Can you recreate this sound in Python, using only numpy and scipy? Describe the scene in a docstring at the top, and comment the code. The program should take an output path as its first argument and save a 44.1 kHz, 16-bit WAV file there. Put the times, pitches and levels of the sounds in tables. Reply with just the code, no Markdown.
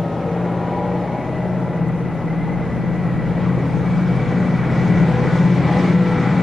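"""A two-stroke diesel locomotive opens up and rolls towards a listener beside the track.
Sines at crank orders beat against a tone geared to the crank; whines and whistles are narrow-band noise
inside a broad roar of shaped noise. Faint filtered clicks follow, low noise swells as wind stirs two
microphone ports, two crank orders grow as the load comes on, and the treble noise rises as it nears."""
import sys
import numpy as np
from scipy import signal
from scipy.fft import rfft, irfft, next_fast_len
from scipy.io import wavfile
from scipy.ndimage import uniform_filter1d

SR = 44100
rng = np.random.default_rng(int(sys.argv[2]) if len(sys.argv) > 2 else 0)


def unload_wav(signal):
    """Save mono or channel-first audio to the path in sys.argv[1] as 16-bit WAV at rate SR, clipped to [-1, 1]."""
    wavfile.write(
        sys.argv[1],
        SR,
        np.round(np.clip(np.atleast_2d(signal).T, -1, 1) * 32767).astype(np.int16),
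    )


N = 283122
TIME = np.arange(N) / SR

# Broadband level of the locomotive. Each row: time in seconds, roar level in dB rms before puffing,
# lower treble level in dB rms before flicker.
BROADBAND_LEVEL = [(0, -27.5, -49), (.35, -26.5, -51), (.6, -26, -50), (1.1, -27, -50), (1.5, -28, -52),
                   (2, -28.5, -53), (3, -27.5, -50.5), (3.38, -26.5, -48), (3.45, -25, -45),
                   (3.55, -25.5, -49), (3.9, -26, -46.5), (4.25, -25, -44.5), (4.4, -24, -45),
                   (4.7, -22.5, -45), (4.76, -23, -42), (4.9, -22.5, -42), (5.3, -21.5, -41.5),
                   (5.5, -24.5, -41.5), (5.62, -21.5, -41.5), (5.7, -20.5, -38), (5.86, -20.5, -37.5),
                   (5.92, -21, -39.5), (5.97, -24.5, -42.5), (6.15, -21, -40), (6.42, -22, -41)]
# Coherence between the channels. Each row: frequency in Hz, left-right likeness from 0 to 1.
CHANNEL_LIKENESS = [(60, 0.88), (300, 0.97), (1500, 0.93), (4000, 0.74), (9000, 0.52)]


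def gain_of(db):
    """Level to amplitude: 20 dB is a factor of ten."""
    return 10 ** (np.asarray(db) / 20)


def evened(x):
    """Power normalisation: scales the mean square to 1."""
    return x / np.sqrt(np.mean(x ** 2) + 1e-20)


def read(points, hz):
    """Interpolates a spectrum along a logarithmic frequency axis."""
    f, value = np.transpose(points)
    return np.interp(np.log(hz + 1), np.log(f + 1), value)


def columns(rows, t=TIME):
    """Linear interpolation of each column of a curve table at times t."""
    s, *rest = np.transpose(rows)
    return [np.interp(t, s, c) for c in rest]


def turns_of(hz):
    """Phase is the time integral of frequency, here in turns."""
    return np.cumsum(hz) / SR


def drift(rate_hz, span=10):
    """Slow chance of rms 1: random-phase sines from rate_hz / span to rate_hz, power falling as 1/f."""
    t = TIME[::256]
    waves = 0
    for f in np.geomspace(rate_hz / span, rate_hz, 16):
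        waves = waves + np.sin(2 * np.pi * (f * t + rng.random())) / np.sqrt(f)
    return np.interp(TIME, t, evened(waves))


def noise(colour_db, likeness, patchy_db, size=1024):
    """Partly coherent two-channel noise of rms 1, shaped by colour_db(hz, t) and mottled by patches."""
    frames = N * 4 // size + 5
    hz = np.fft.rfftfreq(size, 1 / SR)[:, None]
    a, b, c, d, patches = rng.standard_normal((frames, len(hz), 5)).T
    patches = uniform_filter1d(patches, 10, 0)  # smooth over frequency, then time
    patches = evened(uniform_filter1d(patches, 12, 1))
    shape = gain_of(colour_db(hz, np.arange(frames) * size / 4 / SR)) * np.ones(frames)
    shape = shape / np.linalg.norm(shape, axis=0)  # equal power per frame ahead of the patches
    shape = shape * gain_of(patchy_db * patches)
    same = np.clip(likeness(hz), -1, 1)
    left, other = a + 1j * b, c + 1j * d
    right = same * left + np.sqrt(1 - same ** 2) * other
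    spectra = np.array([left, right]) * shape
    return evened(signal.istft(spectra, nperseg=size, noverlap=size * 3 // 4)[1][:, :N])


def whistle(hz, width_hz, steady):
    """Random modulation broadens a carrier on the curve hz to rms 1; steady is its share of even level."""
    r = np.exp(-np.pi * width_hz / SR)  # pole of the low-pass, applied twice
    slow = rng.standard_normal(N) + 1j * rng.standard_normal(N)
    for _ in range(2):
        slow = signal.lfilter([1 - r], [1, -r], slow)
    slow = slow / (abs(slow) + 1e-12) ** steady
    return evened((slow * np.exp(2j * np.pi * turns_of(hz))).real)


def singing(multiple, t=TIME):
    """Level modulation in dB: an arch for each time that one tone sings out or drops away."""
    # Each row: middle in seconds, length in seconds, rounded multiple of the crank, rise in dB.
    arches = [(.2, .3, 73, 6), (.6, 1.6, 80, -9), (.32, .84, 44, 7), (.57, .32, 21, 11), (.65, .78, 57, 15),
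              (.7, .65, 42, 12), (.75, .65, 55, 12), (.77, .65, 56, 18), (.33, .16, 27, 9), (.8, .5, 27, 8),
              (.8, .65, 48, 6), (.8, .78, 47, 10), (.87, .84, 45, 7), (1.05, .65, 46, 8),
              (1.2, .39, 43, 11), (1.25, .35, 55, 9), (1.22, .45, 54, 11), (1.3, .65, 35, 12),
              (1.55, .52, 34, 9), (.95, .5, 33, 5), (1.7, .52, 54, 11), (1.75, .39, 25, 9),
              (1.85, .52, 26, 9), (2.54, .52, 27, 4), (2.57, .32, 25, 10), (2.84, .39, 12, 7),
              (3.59, .3, 27, 6), (3.69, .39, 15, 8), (4.23, .42, 27, 10), (4.41, .32, 13, 6),
              (4.74, 1.1, 12, 5), (4.72, .66, 27, -10), (4.95, .55, 80, 8), (4.99, .39, 19, 8),
              (5.04, .39, 42, 9), (5.22, .34, 27, 8), (5.35, .2, 80, 12), (5.5, .72, 48, 12),
              (5.53, .22, 27, -7), (5.69, .52, 31, 12), (5.4, .5, 55, 8), (5.85, .5, 55, 9),
              (5.76, .16, 27, 8), (5.86, .1, 27, -6), (5.78, .3, 45, 13), (5.89, .52, 19, 8),
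              (5.88, .62, 34, 14), (6.1, .4, 27, 11), (6.12, .62, 73, 10), (6.19, .52, 80, 6),
              (6.26, .32, 12, 7), (6.26, .32, 45, 9), (6.29, .3, 15, 6), (6.29, .3, 55, 6)]
    rise = 0
    for s, length, k, rise_db in arches:
        if k == round(multiple):
            angle = np.pi * np.clip((t - s) / length, -.5, .5)
            rise = rise + rise_db * np.sqrt(abs(np.cos(angle)))
    return rise


def strong_tones(crank_hz, order_db, geared_db):
    """Periodic exhaust gives crank orders; a geared tone near order 10 beats against it."""
    # Crank orders with their own level curves.
    loud_orders = (7, 9)
    # Orders that grow with load. Each row: order, light level in dB rms, loaded level in dB rms,
    # before waver.
    loaded_orders = [(8, -44, -31), (10, -35.5, -24.5)]
    # Start and end of the load coming on, in seconds.
    load_times = (2.3, 4.6)
    geared_multiple, geared_lag_turns = 9.89, .15  # the lag behind order 10 sets the phase of the beat
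    waver_db, waver_turns = 2, .04
    turns = turns_of(crank_hz)
    load = np.sin(np.pi / 2 * np.interp(TIME, load_times, (0, 1))) ** 2
    out = np.zeros(N)
    for k, db in zip(loud_orders, order_db):
        phase = k * turns + rng.random() + waver_turns * drift(6)
        out += gain_of(db + waver_db * drift(14)) * np.cos(2 * np.pi * phase)
    for k, light_db, loaded_db in loaded_orders:
        start = rng.random()  # the last one, of order 10, also serves the geared tone
        db = light_db + load * (loaded_db - light_db) + 0.97 * drift(4.4)
        out += gain_of(db) * np.cos(2 * np.pi * (k * turns + start))
    phase = geared_multiple * turns + start - geared_lag_turns + waver_turns * drift(6.5)
    out += gain_of(geared_db + waver_db / 2 * drift(7.8)) * np.cos(2 * np.pi * phase)
    return np.sqrt(2) * out  # rms to peak of a sine


def weak_tones(crank_hz):
    """Harmonic series of the crank and geared tones; they swell and fade as the air path shifts."""
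    # Each row: crank order, levels in dB rms while opening up, while easing and when near,
    # before singing and waver.
    crank_orders = [(3, -57, -53, -51), (5, -52, -49, -40), (6, -46, -56, -49), (11, -52, -53, -48),
                    (12, -45, -41, -37), (13, -43, -39, -37), (15, -44, -44, -38), (16, -50, -44, -41),
                    (17, -51, -48, -48), (18, -45, -45, -45), (19, -45, -45, -42), (20, -45, -51, -45),
                    (21, -47, -52, -50), (24, -45, -47, -44), (25, -42, -45, -46), (26, -52, -46, -50),
                    (27, -41, -48, -39), (28, -51, -54, -48), (30, -47, -50, -58), (31, -48, -53, -52),
                    (32, -49, -59, -58), (33, -41, -48, -48), (34, -40, -52, -52), (35, -46, -58, -58),
                    (36, -53, -63, -56), (37, -55, -64, -51), (39, -48, -60, -53), (40, -53, -62, -57),
                    (41, -50, -53, -57), (42, -52, -64, -47), (43, -50, -62, -61), (44, -50, -59, -62),
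                    (45, -45, -50, -47), (46, -44, -50, -61), (47, -48, -54, -53), (48, -48, -57, -53),
                    (49, -52, -64, -55), (51, -54, -67, -61), (52, -56, -61, -62), (54, -53, -57, -59),
                    (55, -48, -65, -49), (56, -62, -64, -56), (57, -58, -69, -64), (59, -60, -72, -67)]
    # Each row: multiple of the crank, the same three levels in dB rms before waver.
    geared_tones = [(6.7, -47, -46, -42), (9.54, -45, -45, -42), (16.48, -41, -42, -38),
                    (19.79, -46, -50, -48), (29.67, -47, -50, -47), (39.58, -50, -49, -48)]
    # Times of the three levels, in seconds.
    level_times = (.8, 2.6, 5.2)
    # Upper orders start a little flat. Each row: time in seconds, their share of the crank speed.
    upper_speed = [(0, .9915), (.8, .994), (2, .9975), (2.9, 1)]
    upper_from_order, waver_db = 21, 2.2
    turns = turns_of(crank_hz)
    upper_turns = turns_of(crank_hz * columns(upper_speed)[0])
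    t = TIME[::64]
    tones = []
    for row in crank_orders:
        angle = upper_turns if row[0] >= upper_from_order else turns
        tones.append((row, angle, singing(row[0], t)))
    for row in geared_tones:
        tones.append((row, turns, 0))
    out = np.zeros(N)
    for (k, *levels_db), angle, rise_db in tones:
        db = np.interp(t, level_times, levels_db) + rise_db + waver_db * drift(12)[::64]
        phase = k * angle + rng.random() + 0.056 * drift(8)
        out += np.interp(TIME, t, gain_of(db)) * np.cos(2 * np.pi * phase)
    return np.sqrt(2) * out


def gear_whines(crank_hz):
    """Gear meshing sounds at fixed multiples of shaft speed; the whines follow the roar and sing out."""
    # Each row: multiple of the crank, width setting in Hz, level in dB rms with the roar at -25 dB,
    # before singing and waver.
    whines = [(73.25, 20, -51), (80, 26, -53)]
    follow_db = 0.96 * (columns(BROADBAND_LEVEL)[0] + 25)
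    out = np.zeros(N)
    for k, width_hz, db in whines:
        level_db = db + follow_db + singing(k) + 3.5 * drift(2.8)
        out += gain_of(level_db) * whistle(k * crank_hz, width_hz, steady=0.97)
    return out


def blower_whistles(crank_hz):
    """Amplitude modulation beads two blower whistles; frequency modulation makes the lower one flutter."""
    # Each row: time in seconds, whistle in Hz and level in dB rms before flutter and beads,
    # share of flutter from 0 to 1.
    low_whistle = [(0, 1853, -55, 0), (.55, 1912, -51, 0), (.85, 1922, -47.5, .1), (1.1, 1950, -50, .2),
                   (1.22, 1976, -46, 0), (1.38, 1982, -42.5, 0), (1.5, 1982, -47, 0),
                   (1.8, 1978, -46.5, .1), (1.95, 1965, -46.5, .5), (2.22, 1995, -47.5, .6),
                   (2.32, 2012, -43, 1), (2.62, 2008, -43.5, 1), (2.72, 1978, -44, 1),
                   (2.95, 1976, -42, .8), (3.15, 1955, -42.5, .5), (3.55, 1955, -46.5, .3),
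                   (3.75, 1965, -50, .2), (4.15, 1960, -50, .2), (4.3, 1950, -43.5, .2),
                   (4.62, 1968, -43.5, .2), (4.66, 1962, -47, .2), (4.75, 1960, -41, .2),
                   (5.0, 1966, -38, .2), (5.15, 1982, -44, .2), (5.25, 1982, -40, .2),
                   (5.4, 1976, -40.5, .2), (5.58, 1975, -43, .2), (5.8, 1990, -38, .1),
                   (5.97, 1972, -42.5, .2), (6.18, 1960, -38, .2), (6.42, 1985, -40, .2)]
    # Each row: time in seconds, whistle in Hz, level in dB rms before beads.
    high_whistle = [(0, 2150, -64), (.4, 2174, -53), (.65, 2170, -55), (.8, 2190, -50), (.95, 2250, -53),
                    (1.2, 2215, -52), (1.5, 2240, -62), (2.9, 2240, -56), (3.03, 2280, -49),
                    (3.09, 2275, -56), (3.15, 2270, -47), (3.25, 2280, -55), (3.4, 2260, -50),
                    (3.75, 2270, -53), (3.88, 2281, -45), (4.2, 2287, -42), (4.3, 2292, -48),
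                    (4.5, 2284, -45), (5.0, 2287, -44.5), (5.15, 2285, -50), (5.35, 2304, -45),
                    (5.47, 2298, -48), (5.65, 2300, -42), (5.82, 2300, -47), (6, 2304, -48),
                    (6.2, 2306, -42), (6.42, 2302, -43)]
    flutter_hz, flutter_db = 42, 3.5
    flutter_top_s, rise_share = 2.425, .75
    turns = turns_of(crank_hz)
    beads = evened(gain_of(1.6 * np.cos(2 * np.pi * turns) + 3.6 * drift(55, span=2.5)))
    hz, db, share = columns(low_whistle)
    # Once in two crank turns pitch and level climb, then drop.
    cycle = np.pi * (turns - turns[round(flutter_top_s * SR)]) + 2 * np.pi * rise_share
    flutter = share * signal.sawtooth(cycle, rise_share)
    low = whistle(hz + flutter_hz * flutter, 56, steady=.6)
    out = gain_of(db + flutter_db * flutter) * beads * low
    hz, db = columns(high_whistle)
    return out + gain_of(db) * beads * whistle(hz, 34, steady=.6)


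def roar(turns):
    """Turbulent exhaust is broadband noise, its amplitude modulated by puffs at one and two per turn."""
    # Each row: frequency in Hz, relative level in dB per Hz; revving up, then steady.
    revving = [(25, -46), (60, -17), (115, -9.5), (170, -11.5), (230, -10.5), (340, -8), (400, -14),
               (520, -9.5), (670, -12), (800, -16.5), (940, -18), (1350, -25.5), (1750, -34), (2300, -36),
               (3000, -36.5), (9000, -92.5)]
    steady = [(25, -39.5), (60, -16), (115, -6), (170, -1), (230, -11), (340, -14.5), (400, -14),
              (520, -15.5), (670, -21), (800, -15.5), (940, -22), (1350, -23.5), (1750, -21.5),
              (2300, -23.5), (3000, -55.5), (9000, -93.5)]

    def colour(hz, t):
        """Linear blend in dB: the revving share fades over 5.8 s."""
        share = np.interp(t, (0, 5.8), (0.7, 0.24))
        return share * read(revving, hz) + (1 - share) * read(steady, hz)

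    puff = gain_of(0.41 * np.cos(2 * np.pi * turns) + 0.6 * np.cos(4 * np.pi * turns))
    turbulence = noise(colour, lambda hz: read(CHANNEL_LIKENESS, hz), patchy_db=1.24, size=2048)
    return gain_of(columns(BROADBAND_LEVEL)[0]) * puff * turbulence


def rush():
    """Broadband treble of fans and wheels; air absorption with distance keeps its top end low at first."""
    # Each row: frequency in Hz, relative level in dB per Hz; lower treble, then top treble.
    low_colour = [(1500, -5), (2500, -0.5), (3200, -2), (4200, -7), (5500, -20), (8000, -30.5),
                  (12000, -73.5)]
    top_colour = [(3000, -15), (5000, 0), (6500, -4), (8000, -9), (10000, -15), (11500, -27.5),
                  (15000, -48)]
    # Each row: time in seconds, top treble level in dB rms before flicker.
    top_level = [(0, -63.5), (0.79, -62), (1.95, -66), (2.77, -63), (3.38, -61.5), (3.44, -58.5),
                 (3.52, -61), (3.75, -54.5), (3.85, -57.5), (4.13, -55.5), (4.7, -55.5), (4.76, -53),
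                 (4.88, -49.5), (4.95, -51), (5.3, -51), (5.5, -53), (5.63, -55), (5.68, -50.5),
                 (5.78, -48), (5.82, -48), (5.86, -47), (5.92, -49), (5.96, -54), (6.04, -54), (6.13, -51),
                 (6.42, -53)]

    def likeness(hz):
        """Coherence between the channels by frequency."""
        return read(CHANNEL_LIKENESS, hz)

    low_db = columns(BROADBAND_LEVEL)[1]
    top_db = columns(top_level)[0] + 0.82 * drift(7.2)
    low = noise(lambda hz, t: read(low_colour, hz), likeness, patchy_db=0.3, size=512)
    top = noise(lambda hz, t: read(top_colour, hz), likeness, patchy_db=1.7, size=512)
    flicker = gain_of(0.4 * drift(30))
    return flicker * (gain_of(low_db) * low + gain_of(top_db) * top)


def wind():
    """Turbulent pressure at two ports: lumpy low noise, partly opposed in phase from port to port."""
    # Each row: time in seconds, level in dB rms before the lumps and their left-right offset.
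    wind_level = [(0, -51), (1.4, -37.5), (1.9, -32.5), (3.4, -28.5), (4.2, -31), (4.5, -32), (5, -27),
                  (5.6, -34.5), (6.15, -35), (6.42, -39)]
    # Each row: frequency in Hz, relative level in dB per Hz.
    gust_colour = [(8.8, -52), (15, -14.5), (59, 1.5), (145, -0.5), (171, 3), (210, -7), (353, -15.5),
                   (400, -22), (520, -52.5), (880, -120)]
    lumps = gain_of(np.array([1.8 + 1.2 * drift(22), -1.2 + 3.2 * drift(6.0)]))
    rumble = noise(lambda hz, t: read(gust_colour, hz), lambda hz: -.4 + 0 * hz, patchy_db=0.8, size=4096)
    return gain_of(columns(wind_level)[0]) * lumps * rumble


def hiss():
    """Stationary noise with negative correlation between channels forms a constant background."""
    # Each row: frequency in Hz, relative level in dB per Hz.
    hiss_colour = [(1000, -11.5), (2500, -11.5), (4000, -13.5), (6000, -4), (8000, -12), (9500, -7.5),
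                   (11000, -7), (11600, -14.5), (14800, -22)]
    floor = noise(lambda hz, t: read(hiss_colour, hz), lambda hz: -.5 + 0 * hz, patchy_db=-2.0, size=512)
    return gain_of(-60) * floor


def ticks():
    """Impulsive sound close by: short decaying bursts of noise, band-passed to be bright."""
    # Each row: start in seconds, peak level in dB before panning, left minus right in dB.
    clicks = [(1.602, -51, -5), (1.7699, -51, 1), (1.8845, -48, -4), (2.148, -53, -7), (2.2587, -54, 2),
              (2.534, -52, -1.0), (4.1629, -49, 8), (4.9625, -52, 15)]
    length = 400  # samples
    out = np.zeros((2, N + length))
    t = np.arange(length) / SR
    grains = rng.standard_normal((len(clicks), length)) * gain_of(-60 * t / 0.015)  # 60 dB in 15 ms
    band = signal.butter(4, [5200, 11000], "band", fs=SR, output="sos")
    grains = signal.sosfilt(band, grains)
    for (s, db, pan_db), grain in zip(clicks, grains):
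        at = round(s * SR)
        level_db = db + np.array([[.5], [-.5]]) * pan_db
        out[:, at:at + length] += gain_of(level_db) * grain / abs(grain).max()
    return out[:, :N]


def scene():
    """Superposition: level differences set the locomotive a little left; wind, hiss and ticks are added."""
    # Each row: time in seconds, crank speed in turns per second, then levels in dB rms before waver
    # of crank order 7, crank order 9 and the geared tone.
    engine = [(0.0, 17.2, -31.5, -28.6, -26.1), (0.54, 17.65, -33, -49.2, -26.5),
              (.92, 17.973, -31, -39, -25.5), (1.07, 18.1, -34.5, -35.0, -28.5),
              (1.2, 18.167, -35, -33, -38), (1.34, 18.24, -30, -31.8, -31),
              (1.6, 18.315, -28.7, -29.0, -23.5), (1.8, 18.33, -29.5, -26, -26.5),
              (2.14, 18.31, -31.5, -23.5, -28.3), (2.32, 18.252, -30, -25.5, -34),
              (2.55, 18.182, -32.6, -26.0, -29), (2.7, 18.139, -30, -33, -26),
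              (2.8, 18.11, -29.5, -27.5, -24.5), (2.94, 18.07, -28.3, -27.8, -24.3),
              (3.48, 18.1, -26, -25.9, -25.2), (4.01, 18.19, -24.9, -24.7, -24.4),
              (4.6, 18.22, -24.4, -24.4, -27.3), (5.0, 18.27, -24.8, -20.8, -24.0),
              (5.45, 18.325, -23.9, -21.6, -20.9), (5.8, 18.36, -24.6, -22.2, -20.4),
              (6.08, 18.36, -28.2, -25, -22), (6.22, 18.36, -27, -21, -18.5),
              (6.42, 18.34, -27.5, -21.7, -21.9)]
    # Each row: frequency in Hz, left minus right in dB.
    left_lean = [(60, -0.5), (91, 2.5), (140, 2.5), (210, 2.5), (320, 2), (490, 2.0), (740, 2.5),
                 (1130, 1.5), (1710, 1), (2600, 1)]
    crank_hz, *order_db, geared_db = columns(engine)
    tones = strong_tones(crank_hz, order_db, geared_db) + weak_tones(crank_hz)
    tones = tones + gear_whines(crank_hz) + blower_whistles(crank_hz)
    loco = tones + roar(turns_of(crank_hz)) + rush()
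    # Mirrored ends keep the spectral panning free of edge clicks.
    pad = SR // 10
    size = next_fast_len(N + 2 * pad)
    padded = np.pad(loco, ((0, 0), (pad, pad)), "reflect", reflect_type="odd")
    pan_db = np.array([[.5], [-.5]]) * read(left_lean, np.fft.rfftfreq(size, 1 / SR))
    spectrum = rfft(padded, size, axis=1) * gain_of(pan_db)
    loco = irfft(spectrum, size, axis=1)[:, pad:pad + N]
    return loco + wind() + hiss() + ticks()


def record(dry):
    """Linear-phase low-pass filtering limits the band; the converter adds a small constant offset."""
    running = np.pad(dry, ((0, 0), (255, 255)), "reflect", reflect_type="odd")  # mirrored past both ends
    low_pass = signal.firwin(511, 14750, window=("kaiser", 9), fs=SR)  # cutoff in Hz
    cut = signal.oaconvolve(running, low_pass[None], "valid", axes=1)
    return cut + .0028


dry = scene()
out = record(dry)
unload_wav(out)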